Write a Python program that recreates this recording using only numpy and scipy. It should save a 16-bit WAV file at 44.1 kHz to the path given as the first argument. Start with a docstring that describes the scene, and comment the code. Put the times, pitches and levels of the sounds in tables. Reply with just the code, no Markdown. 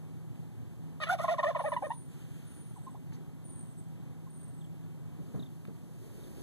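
"""A wild turkey gobbles once at a roadside, heard through the open window of an idling car.
The gobble tumbles through high swoops and low arched notes, summed from overtones and puffs of air.
Soft clucks and thin songbird whistles are gliding near-pure tones; a soft hiss swells after the gobble.
Small noise ticks come early, midway and near the end; a late turn of the camera brings bumps and a rustle.
Underneath are the engine's hum lines, a low rumble and a steady hiss in each channel."""
import sys
import numpy as np
from scipy import signal
from scipy.fft import rfft, irfft, next_fast_len
from scipy.io import wavfile
from scipy.ndimage import map_coordinates

SR = 44100
rng = np.random.default_rng(int(sys.argv[2]) if len(sys.argv) > 2 else 0)


def waveform_to_disk(signal):
    """Save audio, clipped to [-1, 1], as 16-bit WAV at the path in sys.argv[1]."""
    frames = np.transpose(np.atleast_2d(signal))
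    scaled = np.clip(frames, -1, 1) * 32767
    samples = np.round(scaled).astype(np.int16)
    wavfile.write(sys.argv[1], SR, samples)


N = 283141  # length of the scene [samples]

# The low voice, one curve a note; most arch and droop: (time [s], pitch [Hz], level before the window [dB],
# octave overtone over that [dB], higher overtones over that before slope and throat [dB])
LOW_NOTES = [
    [(1.001, 594, -44, 3, -13), (1.014, 630, -47, 4, -2), (1.027, 621, -39, 3, -1.5),
     (1.040, 574, -42, 3, 6), (1.051, 495, -56, -12, 1)],
    [(1.062, 613, -58, 3, -2), (1.072, 680, -45, 4, 2), (1.081, 648, -48, 8, 3), (1.092, 665, -43, 11, -4),
     (1.101, 725, -34, 13, -12), (1.111, 718, -32.5, -6, -13), (1.129, 796, -29, -10, -19),
     (1.146, 700, -32, -16, -17), (1.158, 540, -44, -10, -14)],
    [(1.188, 747, -52, -8, -7), (1.197, 677, -36, -10, -10), (1.204, 607, -28.5, -10, -21),
     (1.212, 628, -47, 13.5, -1), (1.224, 660, -50.5, 10, -1), (1.236, 706, -44.5, 0, -4),
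     (1.246, 687, -28, -21, -26), (1.254, 594, -41, -3, -5), (1.261, 527, -47, 7, -2)],
    [(1.276, 752, -48, -7, -9), (1.284, 655, -33, -10, -17), (1.295, 621, -28, -14, -9.5),
     (1.309, 660, -31.5, -17, -17), (1.32, 714, -33, -10, -17), (1.333, 678, -32, -30, -18),
     (1.345, 570, -34.5, -4, -12), (1.352, 507, -49, 4, -10)],
    [(1.382, 772, -54, -14, -14), (1.393, 625, -30.5, -18, -9.5), (1.401, 610, -29.5, -15, -10.5),
     (1.412, 530, -43, 6, -14)],
    [(1.430, 770, -43, -17, -15), (1.444, 623, -29.5, -11, -8), (1.456, 555, -33.5, -4, -21),
     (1.468, 600, -28, -12, -14), (1.48, 630, -30, -13, -10.5), (1.494, 695, -32.5, -17, -19),
     (1.51, 558, -33, -9, -9), (1.519, 480, -51, 11, -12)],
    [(1.548, 740, -59, -12, -15), (1.56, 631, -31, -13, -13.5), (1.569, 598, -31, -12, -12),
     (1.578, 500, -48, 7, -7)],
    [(1.594, 806, -49, -10, -18), (1.605, 666, -33.5, -14.5, -16), (1.613, 560, -36, -10, -11),
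     (1.621, 487, -40, 1, -16)],
    [(1.645, 530, -39, -6, -8), (1.652, 575, -32.5, -15, -16), (1.661, 618, -29.5, -16, -15),
     (1.67, 646, -33.5, -10, -12.5), (1.685, 575, -30, -15, -16), (1.693, 480, -48, 7, -5)],
    [(1.718, 718, -52, -2, -25), (1.731, 597, -30, -17, -19), (1.739, 589, -38, -13, -3.5),
     (1.749, 490, -50, 2, 4)],
    [(1.823, 533, -50, -12, -20), (1.832, 520, -35.5, -13, -20), (1.842, 608, -34, -19, -17),
     (1.852, 622, -35.5, -12, -13.5), (1.862, 600, -38.5, -22, -13), (1.87, 523, -34, -10.5, -16),
     (1.876, 495, -53, -16, -16)],
]
# Throat and beak shape the higher overtones: (frequency [Hz], gain [dB])
THROAT_GAIN = [(1200, -4), (1550, -9), (1850, 0), (2100, -5), (2400, -5), (2800, -9), (3500, -3),
               (4200, -10), (6000, -18)]
PITCH_JITTER, STRAIN = .009, 2.5  # unsteadiness of the syrinx; its extra at the start, as a multiple
RUSH_S = .35  # the strain dies down as the air runs out [s]
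SLOPE_DB = -16  # fall of the higher overtones [dB per octave]
BURST_DB, BURST_S = 17, .09  # the first push flattens that slope [dB per octave] and passes [s]
RATTLE, RATTLE_PER_S = .07, 520  # depth and pace [knots per s] of the throat's irregular rattle
EDGE_S = .002  # the syrinx opens and closes this quickly [s]


def low_voice(flutter_db=2, count=8):
    """Arched notes from one side of the syrinx, brighter and rougher at first; also its opening."""
    voice, opening = np.zeros(N), np.zeros(N)
    k = np.arange(1, count + 1)[:, None]  # multiples of the pitch
    for note in LOW_NOTES:
        t = np.arange(note[0][0], note[-1][0], 1 / SR)
        pitch, level_db, octave_db, higher_db = curves(note, t)
        age = t - LOW_NOTES[0][0][0]  # since the start of the call
        unsteady = 1 + STRAIN * np.exp(-age / RUSH_S)
        jittered_pitch = pitch * (1 + PITCH_JITTER * unsteady * waver(633, t))
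        phase = 2 * np.pi * np.cumsum(jittered_pitch) / SR

        slope_db = SLOPE_DB + BURST_DB * np.exp(-age / BURST_S)
        throat_db = along(THROAT_GAIN, k * pitch)
        higher_db = higher_db + slope_db * np.log2(k / 3) + throat_db
        overtone_db = np.where(k == 2, octave_db, higher_db)
        # the membranes close unevenly, so the overtones flutter
        flutter = flutter_db * np.array([waver(260, t) for _ in k])
        overtone_db = (k > 1) * (overtone_db + flutter)

        rattle = 1 + RATTLE * unsteady * waver(RATTLE_PER_S, t)
        edges = np.minimum(np.minimum(t - t[0], t[-1] - t) / EDGE_S, 1)
        partials = amp(level_db + overtone_db) * rattle * edges
        add(voice, t[0], np.sqrt(2) * np.sum(partials * np.sin(k * phase), axis=0))
        add(opening, t[0], np.sin(phase))
    return voice, opening


# Short yelps of the high voice, most overlapping the start of a low note: (time [s], length [s],
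# pitch halfway [Hz], slide [octaves per s], level of the fundamental before the window [dB])
HIGH_YELPS = [(1.186, .012, 1150, -22, -41), (1.240, .011, 1060, -14, -36), (1.280, .011, 1060, -18, -32),
              (1.381, .015, 1010, -18, -33.5), (1.429, .015, 1060, -14, -31.5),
              (1.548, .013, 1000, -18, -33.5), (1.591, .016, 980, -20, -35), (1.639, .012, 830, -6, -36.5),
              (1.718, .011, 990, -12, -31), (1.763, .013, 990, -12, -31), (1.823, .010, 780, -8, -35),
              (1.903, .019, 930, 6, -32.5)]
# Overtones of a yelp: (multiple of the pitch, level over the fundamental [dB])
YELP_PARTIALS = [(2, -18), (3, -26), (4, -38)]
SWOOP_S, SWOOP_OCTAVES, SWOOP_DB = .014, .45, -19  # a faint swoop from above leads into each yelp
YELP_ATTACK_S, YELP_RELEASE_S = .002, .005
YELP_JITTER, YELP_RATTLE = .018, .18  # unsteadiness of its pitch and strength


def high_voice():
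    """Rough yelps from the other side of the syrinx; they beat against the low notes."""
    voice = np.zeros(N)
    for s, length, hz, slide, db in HIGH_YELPS:
        t = np.arange(-SWOOP_S, length + YELP_RELEASE_S, 1 / SR)
        swoop = SWOOP_OCTAVES * np.maximum(-t / SWOOP_S, 0)
        octaves = slide * (t - length / 2) + swoop
        pitch = hz * 2 ** octaves * (1 + YELP_JITTER * waver(RATTLE_PER_S, t))
        phase = 2 * np.pi * np.cumsum(pitch) / SR
        knots = [t[0], 0, YELP_ATTACK_S, length - YELP_RELEASE_S / 2, t[-1]]
        envelope = np.interp(t, knots, [0, amp(SWOOP_DB), 1, 1, 0])
        rattle = 1 + YELP_RATTLE * waver(RATTLE_PER_S, t)
        overtones = sum(amp(level) * np.sin(round(k) * phase) for k, level in YELP_PARTIALS)
        tone = np.sin(phase) + overtones
        add(voice, s - SWOOP_S, np.sqrt(2) * amp(db) * envelope * rattle * tone)
    return voice


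# Air in the gobble: (time [s], level of the rasp before its trim [dB], level of the spray before its trim [dB])
AIR_LEVELS = [(0.99, -107, -84), (1.006, -89, -73), (1.03, -44.5, -56), (1.062, -57, -72), (1.08, -59, -67),
              (1.098, -47, -54.5), (1.134, -42.5, -51.5), (1.172, -71, -80), (1.184, -53, -65.5),
              (1.24, -57, -56), (1.26, -56, -67), (1.324, -46, -60.5), (1.368, -69, -75), (1.388, -48, -68),
              (1.422, -68, -68), (1.438, -45, -67), (1.454, -57, -66), (1.492, -53, -64.5),
              (1.538, -65, -83), (1.552, -59, -72), (1.608, -60, -73), (1.626, -60, -72), (1.67, -67, -68),
              (1.706, -75, -70), (1.734, -58, -73), (1.802, -77, -76), (1.854, -76, -70), (1.892, -84, -74),
              (1.918, -62, -75), (1.96, -72, -72)]
# Colour of the rasp: (frequency [Hz], relative density [dB])
RASP_COLOUR = [(400, -32), (900, 5), (1500, -6), (2200, 3), (3000, 0), (3600, 5), (4400, -6), (5500, -4),
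               (9000, -31)]
# Colour of the fine spray: (frequency [Hz], relative density [dB])
SPRAY_COLOUR = [(3000, -10), (5000, 3), (7000, 3.5), (10000, 3.5), (14000, -5.5)]
RASP_TRIM_DB, SPRAY_TRIM_DB = -4, 2


def gobble():
    """Both voices, with a rasp and a fine spray of air that escape once a cycle of the low voice."""
    low, opening = low_voice()
    t = np.arange(N) / SR
    rasp_db, spray_db = curves(AIR_LEVELS, t)
    puffs = unit((1 + .6 * opening) * amp(2 * wobble(250)))
    puffs = puffs * (t > AIR_LEVELS[0][0]) * (t < AIR_LEVELS[-1][0])
    rasp = amp(RASP_TRIM_DB + rasp_db) * noise(RASP_COLOUR)
    spray = amp(SPRAY_TRIM_DB + spray_db) * noise(SPRAY_COLOUR)
    return low + high_voice() + puffs * (rasp + spray)


# Ringing of the car's inside: (frequency [Hz], width [Hz], level over the direct sound [dB])
CABIN_MODES = [(660, 46, -14.5), (1048, 74, -2), (1800, 180, 0.5), (2850, 210, 6), (3480, 86, -4)]


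def cabin_ring(hz):
    """The direct sound plus the resonances of the car's inside."""
    ring = 1
    for centre, width, db in CABIN_MODES:
        damping = 1j * hz * width
        ring = ring + amp(db) * damping / (centre * centre - hz * hz + damping)
    return ring


# Soft turkey clucks: (time [s], length [s], start [Hz], middle [Hz], end [Hz], level before the window [dB])
CLUCK_NOTES = [(2.757, 0.04, 1160, 857, 785, -60), (2.865, 0.02, 910, 1085, 860, -51),
               (2.945, 0.0147, 730, 820, 1110, -54), (4.265, 0.015, 1080, 1070, 965, -62.5)]
# The way in through the window: (frequency [Hz], gain [dB])
WINDOW_GAIN = [(300, -13), (430, -7.5), (540, -2.5), (640, -2), (780, 1), (1050, -3), (1250, -3),
               (1430, -1.5), (1620, -6), (1850, -4), (2300, 0.5), (2700, -3), (3500, -2.5), (14000, 0)]
# First bounces between the panes: (frequency [Hz], time to fall 60 dB [s])
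PANES_DECAY = [(500, .035), (1100, .04), (4000, .04), (12000, .025)]
# Reverberation of the cabin: (frequency [Hz], time to fall 60 dB [s])
CABIN_DECAY = [(200, .12), (600, .2), (1000, .16), (4000, .15), (12000, .08)]


def turkey(wet_db=-13):
    """Gobble and clucks come in through the window and ring briefly in the cabin."""
    clucks = glides(CLUCK_NOTES, waver_depth=.03, waver_rate=400, flutter_db=1.5)
    call = filtered(gobble() + clucks, lambda hz: amp(along(WINDOW_GAIN, hz)) * cabin_ring(hz))
    # glass throws back the overtones more than the fundamental: (frequency [Hz], gain [dB])
    glass = [(700, -16), (1100, -12), (1500, -14), (2200, -9), (3500, -6)]
    bounces = filtered(echo(call, PANES_DECAY), lambda hz: amp(along(glass, hz)))
    return call + bounces + amp(wet_db) * echo(call, CABIN_DECAY)


# Songbird whistles, and a second bird's lower answers near 7 to 8 kHz: (time [s], length [s],
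# pitch halfway [Hz], fall from start to end [Hz], level before the direct and tree gains [dB])
WHISTLE_NOTES = [(1.568, .18, 9530, 198, -59), (1.814, 0.077, 9150, -200, -63.5),
                 (1.885, 0.12, 9270, 257, -61), (1.976, 0.043, 8950, 197, -63),
                 (2.082, 0.073, 7300, 62, -72), (2.43, 0.3, 9250, 302, -64.5),
                 (2.738, 0.14, 7970, -200, -63.5), (2.903, 0.032, 8150, 303, -60),
                 (3.438, 0.094, 9070, 30, -57.5), (3.503, 0.14, 8805, 334, -54),
                 (3.43, 0.24, 7700, 380, -74), (3.638, 0.11, 7960, 250, -63), (3.765, .05, 8130, -300, -60),
                 (4.294, .1, 8920, 77, -60.5), (4.374, 0.14, 8670, 336, -61.5),
                 (4.518, 0.15, 7780, 418, -65)]
# Another small bird's falling chips: (time [s], pitch halfway [Hz], direct level [dB])
CHIP_NOTES = [(4.608, 3460, -65), (4.640, 3300, -66), (5.394, 3700, -57), (5.422, 3670, -57),
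              (5.459, 3540, -65), (6.198, 3730, -70), (6.234, 3620, -65), (6.270, 3540, -71)]
# Tail among the trees: (frequency [Hz], time to fall 60 dB [s])
TREES_DECAY = [(1000, .35), (9000, .42)]
WHISTLE_BOW_HZ = 40.4  # arch of each whistle
CHIP_S, CHIP_FALL_HZ, CHIP_BOW_HZ = .015, 680, 90  # length, fall and arch of every chip


def songbirds(direct_db=-3, wet_db=-5, chip_wet_db=-12):
    """Thin whistles and short chips, smeared by the trees."""
    whistle_rows = [falling(*row, bow_hz=WHISTLE_BOW_HZ) for row in WHISTLE_NOTES]
    chip_rows = [falling(s, CHIP_S, hz, CHIP_FALL_HZ, db, bow_hz=CHIP_BOW_HZ) for s, hz, db in CHIP_NOTES]
    song = glides(whistle_rows, waver_depth=.007, waver_rate=300, flutter_db=3)
    chips = glides(chip_rows, waver_depth=.014, waver_rate=600, flutter_db=2)
    tail = echo(amp(wet_db) * song + amp(chip_wet_db) * chips, TREES_DECAY)
    return amp(direct_db) * song + chips + tail


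def falling(s, length, hz, fall_hz, db, bow_hz=0):
    """A glide row that falls through its pitch (rises if the fall is negative), both ends bowed down."""
    return s, length, hz + fall_hz / 2 - bow_hz, hz, hz - fall_hz / 2 - bow_hz, db


def glides(rows, waver_depth, waver_rate, flutter_db):
    """Nearly pure notes that bend through three pitches."""
    out = np.zeros(N)
    for s, length, start_hz, middle_hz, end_hz, db in rows:
        u = np.linspace(0, 1, int(length * SR))
        bend = np.polyfit([0, .5, 1], [start_hz, middle_hz, end_hz], 2)
        pitch = np.polyval(bend, u) * (1 + waver_depth * wobble(waver_rate, size=len(u)))
        flutter = flutter_db * wobble(62.0, size=len(u))
        loudness = amp(db + flutter) * signal.windows.tukey(len(u), .3)
        add(out, s, np.sqrt(2) * loudness * np.sin(2 * np.pi * np.cumsum(pitch) / SR))
    return out


# Bumps of the camera: (time [s], level before knock and scuff trims [dB],
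# time for the scuff to fall 60 dB [s], pitch of the knock as a multiple)
CAMERA_BUMPS = [(5.190, -43.5, 0.15, 1), (5.282, -46.5, .12, 1), (5.342, -35, .14, 1.08),
                (5.355, -43.5, .1, .95), (5.374, -40, 0.064, .85), (5.389, -38, 0.059, 1),
                (5.417, -46.5, 0.15, .9), (5.680, -43, 0.24, 1.1)]
# The knock of the camera in the hand: (frequency [Hz], relative level [dB], time to fall 60 dB [s])
CAMERA_BODY = [(132, -4, 0.27), (178, 1.5, 0.14), (253, 5.5, 0.054), (411, -10.5, 0.13),
               (575, -15.5, 0.061)]
# Colour of the scuff: (frequency [Hz], relative density [dB])
SCUFF_COLOUR = [(50, -20), (80, -9), (128, -1), (180, 0), (230, -4), (280, -2), (350, -12), (430, -10),
                (600, -20), (1200, -29), (2500, -42), (5000, -54), (14000, -62)]
BUMP_RISE_S = .004  # soft contact rounds off the start of each bump [s]
KNOCK_TRIM_DB, SCUFF_TRIM_DB = 4, -1


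def bumps():
    """Dull knocks: the camera body's decaying modes, each with a scuff of noise."""
    knocks, scuffs = np.zeros(N), np.zeros(N)
    age = np.arange(SR // 2) / SR
    for s, db, t60, pitch in CAMERA_BUMPS:
        press = amp(db) * np.minimum(age / BUMP_RISE_S, 1)
        ring = sum(amp(level - 60 * age / life) * np.sin(2 * np.pi * pitch * hz * age)
                   for hz, level, life in CAMERA_BODY)
        add(knocks, s, amp(KNOCK_TRIM_DB) * press * ring)
        add(scuffs, s, amp(SCUFF_TRIM_DB - 60 * age / t60) * press)
    return knocks + scuffs * noise(SCUFF_COLOUR)


# Levels through the turn, also followed by the car: (time [s], gain of the hum [dB], level of the rustle [dB])
TURN_LEVELS = [(0, 3.5, -62.5), (5.0, 3.5, -63), (5.2, 7, -61), (5.36, 0, -53), (5.55, 3.5, -58),
               (5.85, 0, -58), (6.05, -3, -51.5), (6.25, -3, -50.5), (6.42, -3.5, -48)]
# Colour of the rustle: (frequency [Hz], relative density [dB])
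RUSTLE_COLOUR = [(150, 26), (350, 26.5), (700, 9.5), (1300, 2.5), (2500, 0), (5000, -3), (8000, -1.5),
                 (14000, -2)]


def handling():
    """The late turn of the camera: dull knocks and a sleeve's rustle of uneven noise, faint until then."""
    _, rustle_db = curves(TURN_LEVELS, np.arange(N) / SR)
    rustle = amp(rustle_db + 1.3 * wobble(20)) * noise(RUSTLE_COLOUR)
    return rustle + bumps()


# Small ticks and crackles, early, midway and near the end:
# (time [s], level [dB], time to fall 60 dB [s], centre frequency [Hz])
SMALL_TICKS = [(.358, -57, .02, 2000), (3.122, -58, .06, 2000), (3.130, -60, .08, 6300),
               (3.145, -63, .09, 6200), (3.136, -63, .04, 3900), (3.165, -61, .04, 2200),
               (5.652, -47.5, .014, 2100), (5.673, -60, .04, 2600)]


def ticks():
    """Bursts of noise around a centre frequency that start at once and die away."""
    out, t = np.zeros(N), np.arange(N) / SR
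    for s, db, t60, hz in SMALL_TICKS:
        decay = (t > s) * amp(-60 * np.abs(t - s) / t60)
        colour = [(hz / 4, -18), (hz, 0), (hz * 1.5, -12), (hz * 4, -24)]
        out += amp(db) * decay * noise(colour)
    return out


# Colour of the swish: (frequency [Hz], relative density [dB])
SWISH_COLOUR = [(500, -14), (1400, 9), (2200, 6), (3200, 6.5), (5000, -3.5), (7500, 3), (11500, 0),
                (14000, -3)]
SWISH_S, SWISH_RISE_S, SWISH_HOLD_S, SWISH_FADE_S = 2.06, 0.078, 0.33, 0.53  # start, then durations [s]
SWISH_DB = -64  # level while held, give or take a slight wobble


def swish():
    """A soft, broad hiss that comes up quickly after the gobble, holds and fades."""
    knots = SWISH_S + np.cumsum([0, SWISH_RISE_S, SWISH_HOLD_S, SWISH_FADE_S])
    envelope = np.interp(np.arange(N) / SR, knots, [0, 1, 1, 0])
    return amp(SWISH_DB + wobble(19)) * envelope * noise(SWISH_COLOUR)


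# Hum lines of the engine: (frequency [Hz], level before the turn's gain [dB])
ENGINE_LINES = [(68.6, -80), (160.2, -52.5), (361, -74.5)]
# Colour of the rumble: (frequency [Hz], relative density [dB])
RUMBLE_COLOUR = [(20, -23), (50, -17), (85, -9), (115, 0), (140, -1), (170, -6), (210, -11), (265, -11),
                 (330, -19), (600, -31), (760, -28), (1400, -38), (3300, -43), (5000, -54), (14000, -62)]
RUMBLE_DB = -48  # level before its swell


def car():
    """The idling car: slightly wavering hum lines over a low rumble."""
    t = np.arange(N) / SR
    hum_db, _ = curves(TURN_LEVELS, t)
    hum = sum(amp(db + 1.5 * wobble(9)) * np.sin(2 * np.pi * hz * t + .3 * wobble(5))
              for hz, db in ENGINE_LINES)
    swell_db = .4 * hum_db + .9 * wobble(8)  # the rumble follows the turn less than the hum does
    return np.sqrt(2) * amp(hum_db) * hum + amp(RUMBLE_DB + swell_db) * noise(RUMBLE_COLOUR)


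# Colour of the steady hiss: (frequency [Hz], relative density [dB])
HISS_COLOUR = [(1000, -12), (3000, -5), (5000, -4), (7000, 0), (11000, .5), (14000, 1.5)]
HISS_DB = -70


def hiss():
    """Steady bright noise, drawn afresh for each channel."""
    return amp(HISS_DB) * noise(HISS_COLOUR)


def amp(db):
    """Decibels to amplitude."""
    return 10 ** (np.asarray(db) / 20)


def unit(x):
    """x scaled to rms 1."""
    return x / np.sqrt(np.mean(x ** 2) + 1e-20)


def along(points, hz):
    """(frequency [Hz], value) points read on a log axis."""
    f, v = np.transpose(points)
    return np.interp(np.log(hz + 1), np.log(f + 1), v)


def curves(rows, t):
    """Each column after the time, read at times t."""
    s, *cols = np.transpose(rows)
    return [np.interp(t, s, c) for c in cols]


def wobble(rate, size=N):
    """A smooth random curve, rate knots a second."""
    knots = rng.standard_normal(int(size * rate / SR) + 4)
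    return map_coordinates(knots, [np.arange(size) * rate / SR])


def waver(rate, t):
    """A wobble as long as the short time axis t."""
    return wobble(rate, size=SR // 4)[:len(t)]


def filtered(x, response):
    """x times a complex response of frequency."""
    m = next_fast_len(N + SR // 2)
    return irfft(rfft(x, m) * response(np.fft.rfftfreq(m, 1 / SR)), m)[..., :N]


def noise(spectrum):
    """Coloured noise of rms 1."""
    return unit(filtered(rng.standard_normal(N), lambda hz: amp(along(spectrum, hz))))


def add(track, s, x):
    """Mix x into the track at time s."""
    part = track[round(s * SR):][:len(x)]
    part += x[:len(part)]


def echo(x, t60):
    """A diffuse tail in which each frequency dies at its own speed."""
    hz, t, z = signal.stft(rng.standard_normal(SR // 2), SR, nperseg=256)
    decay = amp(-60 * t / along(t60, hz)[:, None])
    tail = signal.istft(z * decay, SR, nperseg=256)[1]
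    return signal.fftconvolve(x, tail / np.linalg.norm(tail))[:N]


# Right microphone channel behind the left: (frequency [Hz], delay [s])
RIGHT_LAG = [(100, .00058), (300, .00059), (650, .00052), (1100, .00042), (1500, .00036), (2000, .0004),
             (2650, .000379), (14000, .000379)]
RIGHT_DB = .45  # gain of the right channel over the left
SCATTER_DB = -21  # bounces that reach each channel on their own


def scene():
    """The right channel is later and of opposite polarity; each has its own hiss and bounces."""
    call = turkey()
    left = call + songbirds() + handling() + ticks() + swish() + car()
    right = amp(RIGHT_DB) * filtered(left, lambda hz: -np.exp(-2j * np.pi * hz * along(RIGHT_LAG, hz)))
    return np.array([side + amp(SCATTER_DB) * echo(call, PANES_DECAY) + hiss() for side in (left, right)])


TOP_HZ = 14000  # band limit of the camera


def record(dry):
    """The camera keeps nothing above its band limit."""
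    return filtered(dry, lambda hz: hz < TOP_HZ)


dry = scene()
out = record(dry)
waveform_to_disk(out)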